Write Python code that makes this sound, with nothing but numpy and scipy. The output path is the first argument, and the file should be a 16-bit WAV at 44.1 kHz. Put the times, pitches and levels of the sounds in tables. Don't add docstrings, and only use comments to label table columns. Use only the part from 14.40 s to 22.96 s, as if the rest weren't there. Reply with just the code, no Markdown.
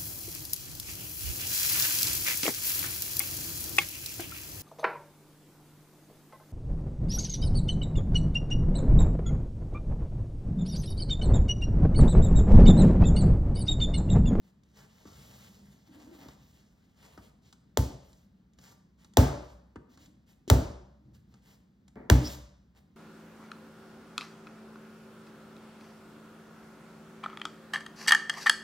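import sys
import numpy as np
from scipy import signal
from scipy.fft import rfft, irfft
from scipy.io import wavfile
from scipy.ndimage import uniform_filter1d

SR = 44100
rng = np.random.default_rng(int(sys.argv[2]) if len(sys.argv) > 2 else 0)


def persist_wave(psi):
    counts = np.round(np.clip(psi, -1, 1) * 32767).astype(np.int16)
    wavfile.write(sys.argv[1], SR, np.atleast_2d(counts).T)


N = 377496


def amp(db):
    return 10 ** (np.asarray(db) / 20)


def unit(x):
    return x / np.sqrt(np.mean(x ** 2))


def clock(length_s):
    return np.arange(max(int(length_s * SR), 8)) / SR


def add(track, start_s, sound):
    i = max(int(start_s * SR), 0)
    track[i:i + len(sound)] += sound[:max(len(track) - i, 0)]


def across(points, size):
    hz, value = np.transpose(points)
    return np.interp(np.log(np.fft.rfftfreq(size, 1 / SR) + 1), np.log(hz), value)


def band_share(table, centre_hz, size):
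    return across([(row[0], float(row[0] == centre_hz)) for row in table], size)


def colour(x, points):
    size = x.shape[-1]
    return irfft(rfft(x) * amp(across(points, size)), size)


def hiss(size, lo_hz, hi_hz):
    sos = signal.butter(2, [lo_hz, hi_hz], "band", fs=SR, output="sos")
    return unit(signal.sosfilt(sos, rng.standard_normal(SR)))[-size:]


def walk(rate_hz, size=N):
    knots = rng.standard_normal(2048)
    return np.interp(np.arange(size) / SR * rate_hz, np.arange(len(knots)), knots)


def arch(t):
    return np.sin(np.pi * t / t[-1]) ** 2


def shove(length_s):
    push = arch(clock(length_s))
    return push / push.sum()


def rasp(hz, width_hz):
    a, b = walk(2 * width_hz, len(hz)), walk(2 * width_hz, len(hz))
    phase = 2 * np.pi * np.cumsum(hz) / SR
    return unit(a * np.sin(phase) + b * np.cos(phase))


# f/Hz, level/dB
DIFFUSE_WIDTH = [(90, -22), (200, -15), (400, -6), (700, -1.5), (1200, -5), (2000, -3), (3500, -9.5),
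                 (9000, -13.5), (13000, -10.5)]


def diffuse(size):
    mid, side = rng.standard_normal((2, size))
    side = colour(side, DIFFUSE_WIDTH)
    return np.array([mid + side, mid - side])


# f/Hz, relative density/dB per Hz
HUM_SPECTRUM = [(25, -17), (62, -3), (85, -7.5), (110, -10.5), (160, -6), (195, -1.5), (250, -11.5),
                (400, -24), (700, -32.5), (1600, -37), (2500, -41), (4000, -42), (8000, -50), (16000, -52)]
HUM_DB = -63


def background(waver_db=0.6):
    return unit(colour(diffuse(N), HUM_SPECTRUM)) * amp(HUM_DB + waver_db * walk(10))


# f/Hz, reverberant minus direct level/dB, t60/s
ROOM_BANDS = [(90, -9.5, .55), (262, -5, 0.55), (600, -3, 0.62), (1150, -5.5, 0.71), (1970, -9.5, .6),
              (5395, -8.5, 0.59), (8500, -6, .45), (12900, -5, 0.29)]


def kitchen(x, gap_s=0.002):
    t = clock(0.95)
    spectrum, tail = rfft(diffuse(len(t))), 0
    for hz, db, t60_s in ROOM_BANDS:
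        band = irfft(spectrum * band_share(ROOM_BANDS, hz, len(t)), len(t))
        rate = np.log(1000) / t60_s
        tail = tail + band * amp(db) * np.exp(-rate * t) * np.sqrt(2 * rate / SR)
    tail = tail * (1 - np.exp(-(t / gap_s) ** 2))
    return signal.fftconvolve(x[None], tail, axes=1)[:, :N]


# t/s, length/s, level/dB
FLOUR_SWEEPS = [(0.64, .58, -65.5), (7.83, .14, -53)]


def flour():
    out = np.zeros(N)
    for start_s, length_s, db in FLOUR_SWEEPS:
        t = clock(length_s)
        add(out, start_s, amp(db) * np.sqrt(arch(t)) * hiss(len(t), 4600, 15000))
    return out * amp(2 * walk(20.8))


PUSH_ATTACK_S, PUSH_SAG_DB_PER_S = 0.019, 11
SLIDE_RELEASE_S, PRESS_RELEASE_S = 0.044, 0.24


def stroke(length_s, release_s):
    t = clock(length_s + 5 * release_s)
    rise = np.minimum(t / PUSH_ATTACK_S, 1)
    return rise * amp(-PUSH_SAG_DB_PER_S * t) * np.exp(-np.maximum(t - length_s, 0) / release_s)


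# f/Hz, relative density/dB per Hz
RUB_SPECTRUM = [(200, -3), (450, 6), (700, 4), (1500, 1.5), (3000, 1.5), (6000, -1), (9000, -4),
                (13000, -6.5), (16000, -12.5)]


def shifting(x, shift_db=2.2, rate_hz=18):
    spectrum, out = rfft(x), 0
    for hz, _ in RUB_SPECTRUM:
        band = irfft(spectrum * band_share(RUB_SPECTRUM, hz, N), N)
        out = out + band * amp(shift_db * walk(rate_hz))
    return out


# f/Hz, relative density/dB per Hz
PRESS_SPECTRUM = [(35, -13.5), (65, -2.5), (110, -2), (165, 0.5), (230, -12), (400, -29), (1500, -74)]
# t/s, length/s, level/dB
LIGHT_HANDLING = (.25, 2.65, -78)
# t/s, length/s, rubbing level/dB, pressing level/dB
HEEL_PUSHES = [(0.658, 0.4, -62, -58), (1.858, 0.3, -76.5, -64), (2.77, 0.062, -69, -60.5),
               (6.628, .25, -92.5, -59.5)]
# t/s, length/s, level/dB,
# warmth/dB re level (high: skin, low: dry flour)
DOUGH_DRAGS = [(0.005, 0.12, -73, 0.5), (0.334, 0.14, -62, 2.5), (0.45, 0.28, -70.5, 1.5),
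               (.88, 0.52, -69, -4.5), (1.21, 0.38, -79, -1.5), (1.455, .25, -66.5, 4.5),
               (1.67, 0.28, -63, 4), (1.98, 0.28, -75, -7), (2.55, .24, -68, 4.5), (2.81, 0.072, -68.5, 0),
               (3.01, 0.13, -69.5, -2), (3.52, .36, -70, -4), (4.171, 0.18, -61.5, 0.5),
               (4.571, .11, -67, -1), (4.95, .24, -68, -4), (5.483, .088, -67, -2), (5.571, .11, -61.5, -4),
               (5.859, 0.089, -65.5, -1), (6.73, 0.061, -72, -1.5), (6.87, 0.15, -77, 5),
               (7.008, 0.17, -65, -3.5), (7.781, .19, -46, -5), (8.345, 0.067, -70, 5)]


def friction(drag_press_db=-3, grain_db=3, slip_db=1.96, split_hz=1900):
    dry, warm, load = np.zeros((3, N))
    start_s, length_s, db = LIGHT_HANDLING
    add(dry, start_s, amp(db) * np.ones_like(clock(length_s)))
    for start_s, length_s, rub_db, press_db in HEEL_PUSHES:
        add(dry, start_s, amp(rub_db) * stroke(length_s, SLIDE_RELEASE_S))
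        add(load, start_s, amp(press_db) * stroke(length_s, PRESS_RELEASE_S))
    warm = warm + dry
    for start_s, length_s, db, warm_db in DOUGH_DRAGS:
        swell = amp(db) * np.sqrt(arch(clock(length_s)))
        add(dry, start_s, swell)
        add(warm, start_s, amp(warm_db) * swell)
        add(load, start_s, amp(drag_press_db + warm_db) * swell)
    grain_gain = amp(grain_db * np.minimum(rng.exponential(size=N), 7))
    grains = unit(shifting(colour(rng.standard_normal(N) * grain_gain, RUB_SPECTRUM)))
    skin = signal.sosfiltfilt(signal.butter(2, split_hz, fs=SR, output="sos"), grains)
    rubbing = (skin * warm + (grains - skin) * dry) * amp(slip_db * walk(40))
    pressing = unit(colour(rng.standard_normal(N), PRESS_SPECTRUM)) * load * amp(2 * walk(18))
    return rubbing + pressing


# start f/Hz, rise/Hz per s, width/Hz, level/dB re rubbing, closing time/s
PALM_HOLLOW = (1220, 600, 200, -3.5, .14)


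def palms():
    start_hz, rise_hz_per_s, width_hz, db, close_s = PALM_HOLLOW
    out = np.zeros(N)
    for start_s, length_s, rub_db, _ in HEEL_PUSHES:
        effort = stroke(length_s, SLIDE_RELEASE_S)
        t = np.arange(len(effort)) / SR
        resonance = rasp(start_hz + rise_hz_per_s * t, width_hz)
        add(out, start_s, amp(db + rub_db) * effort * np.exp(-t / close_s) * resonance)
    return out


# t/s, length/s, level/dB, slip rate f/Hz
LUMP_SHUDDERS = [(.95, .36, -60.5, 163), (1.475, .33, -56, 287), (5.402, .34, -66, 260),
                 (6.61, .079, -67, 300)]
# rate wander/share, width/Hz, fall/dB per overtone
JUDDER_SHAPE = (.08, 50, 16)


def shudders(grit_db=-20, judder_db=3):
    wander, width_hz, fall_db = JUDDER_SHAPE
    out = np.zeros(N)
    for start_s, length_s, db, rate_hz in LUMP_SHUDDERS:
        effort = stroke(length_s, SLIDE_RELEASE_S)
        hz = rate_hz * (1 + wander * walk(16, len(effort)))
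        groan = sum(amp(-fall_db * k) * rasp((k + 1) * hz, (k + 1) * width_hz) for k in range(3))
        grit = amp(grit_db) * hiss(len(effort), 350, 830) * amp(judder_db * walk(100, len(effort)))
        add(out, start_s, amp(db) * effort * (groan + grit))
    return out * amp(judder_db * walk(25))


# t/s, decay/s, level/dB
SWING_SCUFF = (7.557, 0.071, -45.5)


def scuff():
    start_s, decay_s, db = SWING_SCUFF
    out, t = np.zeros(N), clock(0.73)
    spectrum = [(70, -6.5), (190, 2.5), (420, -7.5), (900, -16.5), (2200, -20), (2800, -41), (6000, -54.5)]
    scrape = unit(colour(rng.standard_normal(len(t)), spectrum))
    add(out, start_s, amp(db) * scrape * np.exp(-t / decay_s))
    return out


# t/s, length/s, start f/Hz, end f/Hz, level/dB
STRETCH_SQUEAK = (7.834, .064, 4900, 5650, -39)


def squeak(width_hz=520, slips_hz=100, depth=.6):
    start_s, length_s, start_hz, end_hz, db = STRETCH_SQUEAK
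    out, t = np.zeros(N), clock(length_s)
    stutter = 1 - depth * np.sin(np.pi * slips_hz * t) ** 2
    note = rasp(np.linspace(start_hz, end_hz, len(t)), width_hz)
    add(out, start_s, amp(db) * arch(t) * stutter * note)
    return out


# t/s, level/dB, brightness/dB (low: flat palm, high: tacky skin letting go),
# clap/dB re level
HAND_PATS = [(0.234, -79, 11.5, 0), (0.654, -55.5, -9.5, 0), (1.858, -59.5, -10, -4), (1.885, -54.5, -1, 3),
             (2.776, -53.5, -7, 7), (3.127, -60.5, 8.5, 2), (3.73, -72.5, 9, 0), (4.135, -79, 7.5, -5),
             (4.187, -61, 3.5, 1), (4.322, -65, 1, 3.5), (4.646, -60.5, 2.5, -3), (4.736, -65, 5, -2.5),
             (5.358, -52, -12, 7), (5.574, -61, 1, 2), (5.659, -66.5, 7.5, -0.5), (6.94, -63.5, -0.5, 2.5),
             (7.48, -63.5, 4.5, 0.5)]


def pats(thud_db=3, tick_db=2, thud_s=0.014, clap_s=0.0079, tick_s=0.0048,
         start_hz=520, end_hz=140, glide_s=0.0055, soft_s=0.00088):
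    out, t = np.zeros(N), clock(0.32)
    hz = end_hz + (start_hz - end_hz) * np.exp(-t / glide_s)
    knock = np.sin(2 * np.pi * np.cumsum(hz) / SR)
    give = 1 - np.exp(-t / soft_s)
    for start_s, db, bright_db, clap_db in HAND_PATS:
        thud = amp(thud_db - bright_db) * knock * np.exp(-t / thud_s)
        clap = amp(clap_db) * hiss(len(t), 700, 1600) * np.exp(-t / clap_s)
        tick = amp(tick_db + bright_db) * hiss(len(t), 2500, 8000) * np.exp(-t / tick_s)
        add(out, start_s, amp(db) * (give * (thud + clap) + tick))
    return out


# level/dB re slam, mean delay/s, lowest f/Hz, highest f/Hz, decay/cycles
AIR_POCKETS = (-25, .02, 700, 4500, 3)


def pockets(count=9):
    pocket_db, delay_s, lo_hz, hi_hz, cycles = AIR_POCKETS
    out, t = np.zeros(N), clock(.03)
    for start_s, db, *_ in SLAMS:
        delays_s = rng.gamma(2, delay_s / 2, count)
        for late_s, pitch, size in zip(delays_s, *rng.random((2, count))):
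            hz = lo_hz * (hi_hz / lo_hz) ** pitch
            pop = np.sin(2 * np.pi * hz * t) * np.exp(-t * hz / cycles)
            strength = 2 * size * np.sqrt(lo_hz / hz) * np.exp(-late_s / delay_s / 2)
            add(out, start_s + late_s, amp(db + pocket_db) * strength * pop)
    return out


# (the rows near 64, 129, 188 and 255 Hz stand between floor
BOOM_MODES = [(63.3, -25.5, .8), (64.2, -6, 0.25), (98, -4, 0.13), (129.3, -14.5, 0.45),
              (158.2, -23, .35), (188.3, -19, 0.32), (255, -12.5, .38), (301, -16, 0.45),
              (370.6, -14.5, 0.57), (455, -12.5, 0.25), (538, -15, 0.25), (582, -15, 0.74),
              (666, -15, 0.52), (880, -12, 0.41), (1186, -26, 0.54)]
# f/Hz above which complete, level scatter/dB, detuning/share,
# beat rate/per s, time to drift apart/s
MODE_CLUSTER = (350, 1.8, .009, 34, .06)


def counter(force):
    full_hz, scatter_db, detune, beat_rate, apart_s = MODE_CLUSTER
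    t, ring = clock(1), 0
    for k, (hz, db, t60_s) in enumerate(BOOM_MODES):
        loose = min(hz / full_hz, 1)
        size, shift = loose * rng.standard_normal(2)
        apart = np.sqrt(loose) * (1 - np.exp(-(t / apart_s) ** 2))
        flutter = unit(walk(beat_rate, len(t))) * np.exp(1j * walk(beat_rate, len(t)))
        beats = np.sqrt(1 - apart) + np.sqrt(apart) * flutter
        swing = np.imag(beats * np.exp(2j * np.pi * hz * (1 + detune * shift) * t))
        ring = ring - (-1) ** k * amp(db + scatter_db * size - 60 * t / t60_s) * swing
    return signal.fftconvolve(force, ring)


# t/s, strength/dB, crack decay/s, hollow clap/dB, pop start f/Hz, pop/dB, pop glide/s,
# splat middle/dB, counter tap/dB, weight/dB, landing time/s; tap, weight and pop add to strength
SLAMS = [(3.3732, -8, 0.0012, -4.5, 786, 2, 0.0026, -2, -22, -2.5, 0.0051),
         (4.7713, 0, 0.00074, 0.5, 1150, 1, .0026, 2, -18.5, -1, .005),
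         (6.1, -3, .0019, -1.5, 1395, -2, .0026, 3, -21, 0, 0.0038),
         (7.7, -2, 0.0014, 4.5, 800, -1.5, 0.0024, -4, -23, 1, 0.0047)]


def booms(lag_s=.0066, pat_push_s=.005):
    out, patting = np.zeros((2, N))
    for start_s, db, *_, tap_db, weight_db, land_s in SLAMS:
        force = np.zeros_like(clock(2 * (lag_s + land_s)))
        add(force, 0, amp([tap_db]))
        add(force, lag_s - land_s / 2, amp(weight_db) * shove(land_s))
        add(out, start_s, amp(db) * counter(force))
    for start_s, db, bright_db, _ in HAND_PATS:
        add(patting, start_s, amp(db - bright_db) * shove(pat_push_s))
    return out + counter(patting)[:N]


def cupped(x, clap_db):
    return colour(x, [(600, 0), (1700, clap_db), (3300, 0), (13000, -.4 * clap_db)])


CRACK_DB, POP_DB, WALLS_DB = -3.5, -9.5, 13.5
# f/Hz, level/dB
SPLAT_SPECTRUM = [(90, 1), (220, 13), (550, 9), (1000, 2.5), (1700, -0.5), (3700, -2.5), (6200, -3),
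                  (9000, -7.5), (14000, -9)]


def splats():
    out, pulse = 0, signal.unit_impulse(4096, "mid")
    for start_s, db, _, clap_db, _, _, _, flesh_db, *_ in SLAMS:
        sent = np.zeros(N)
        flesh = [(300, 0), (650, flesh_db), (1300, flesh_db), (2600, 0)]
        splat = cupped(colour(colour(pulse, SPLAT_SPECTRUM), flesh), clap_db)
        add(sent, start_s - len(pulse) / 2 / SR, amp(db + WALLS_DB) * splat)
        out = out + kitchen(sent)
    return out


def burst(t, decay_s):
    fade = np.exp(-t / decay_s)
    spectrum = rfft(rng.standard_normal(len(t)) * fade)
    power = uniform_filter1d(np.abs(spectrum) ** 2, size=90)
    even = irfft(spectrum / np.sqrt(power + 1e-12), len(t)) * np.sqrt(np.sum(fade ** 2))
    return even * np.exp(-(t / .03) ** 2)


# f/Hz, level/dB
CRACK_SPECTRUM = [(300, -14.5), (900, 3), (1800, 3.5), (2450, -2.5), (3500, 2.5), (5000, -4), (6200, 1),
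                  (9000, -5), (13000, -7), (16000, -9)]
# t/s, level/dB
END_TOUCH = (6.078, -39)


def slaps(end_hz=215, pop_s=.0055, spread_db=-21, spread_s=.007, touch_s=0.028, brush_db=-10):
    out, t = np.zeros(N), clock(.12)
    for start_s, db, crack_s, clap_db, pop_hz, pop_db, glide_s, *_ in SLAMS:
        crack = np.pad(burst(t, crack_s), len(t))
        crack = cupped(colour(crack, CRACK_SPECTRUM), clap_db)
        add(out, start_s - len(t) / SR, amp(db + CRACK_DB) * crack)
        hz = end_hz + (pop_hz - end_hz) * np.exp(-t / glide_s)
        pop = np.sin(2 * np.pi * np.cumsum(hz) / SR) * np.exp(-t / pop_s)
        spread = hiss(len(t), 180, 900) * np.exp(-t / spread_s) * t / spread_s
        add(out, start_s, amp(db + POP_DB + pop_db) * pop + amp(db + spread_db) * spread)
    start_s, db = END_TOUCH
    touch = rasp(np.linspace(330, 200, len(t)), 60) + amp(brush_db) * hiss(len(t), 2000, 9000)
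    add(out, start_s, amp(db) * touch * np.exp(-t / touch_s))
    return out


def scene(boom_room_db=-8, pats_room_db=-1, rub_room_db=3):
    boom, patting = booms(), pats() + pockets()
    rubbing = friction() + palms() + shudders() + flour() + scuff()
    sent = amp(boom_room_db) * boom + amp(pats_room_db) * patting + amp(rub_room_db) * rubbing
    walls = splats() + kitchen(sent)
    return slaps() + boom + patting + rubbing + squeak() + walls + background()


# f/Hz, level/dB
PORT_RESPONSE = [(8500, 0.5), (12500, -2)]
# f/Hz, level/dB
PORT_TILT = [(200, 0), (380, 1.5), (650, 4.5), (1300, .5), (2400, 0)]
# f/Hz, phase/rad
PORT_LEAD = [(50, .06), (250, .12), (620, .9), (1100, .6), (1350, 0), (2200, -1.7), (2450, -3.1),
             (2760, -4.3), (3750, -6.1), (5200, -6.9), (7000, -7.7), (9000, -9), (10700, -9.7),
             (12800, -11.5), (14200, -12.6)]


def record(dry, bass_cut_hz=44, top_hz=16100):
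    left_right = np.array([[.5], [-.5]])
    gain = amp(across(PORT_RESPONSE, N) + left_right * across(PORT_TILT, N))
    ports = gain * np.exp(1j * left_right * across(PORT_LEAD, N))
    wet = irfft(rfft(dry) * ports, N)
    wet = signal.sosfilt(signal.butter(6, bass_cut_hz, "high", fs=SR, output="sos"), wet)
    wet = np.clip(wet, -.9, .9)
    return signal.sosfilt(signal.ellip(8, .2, 70, top_hz, fs=SR, output="sos"), wet)


dry = scene()
out = record(dry)
persist_wave(out)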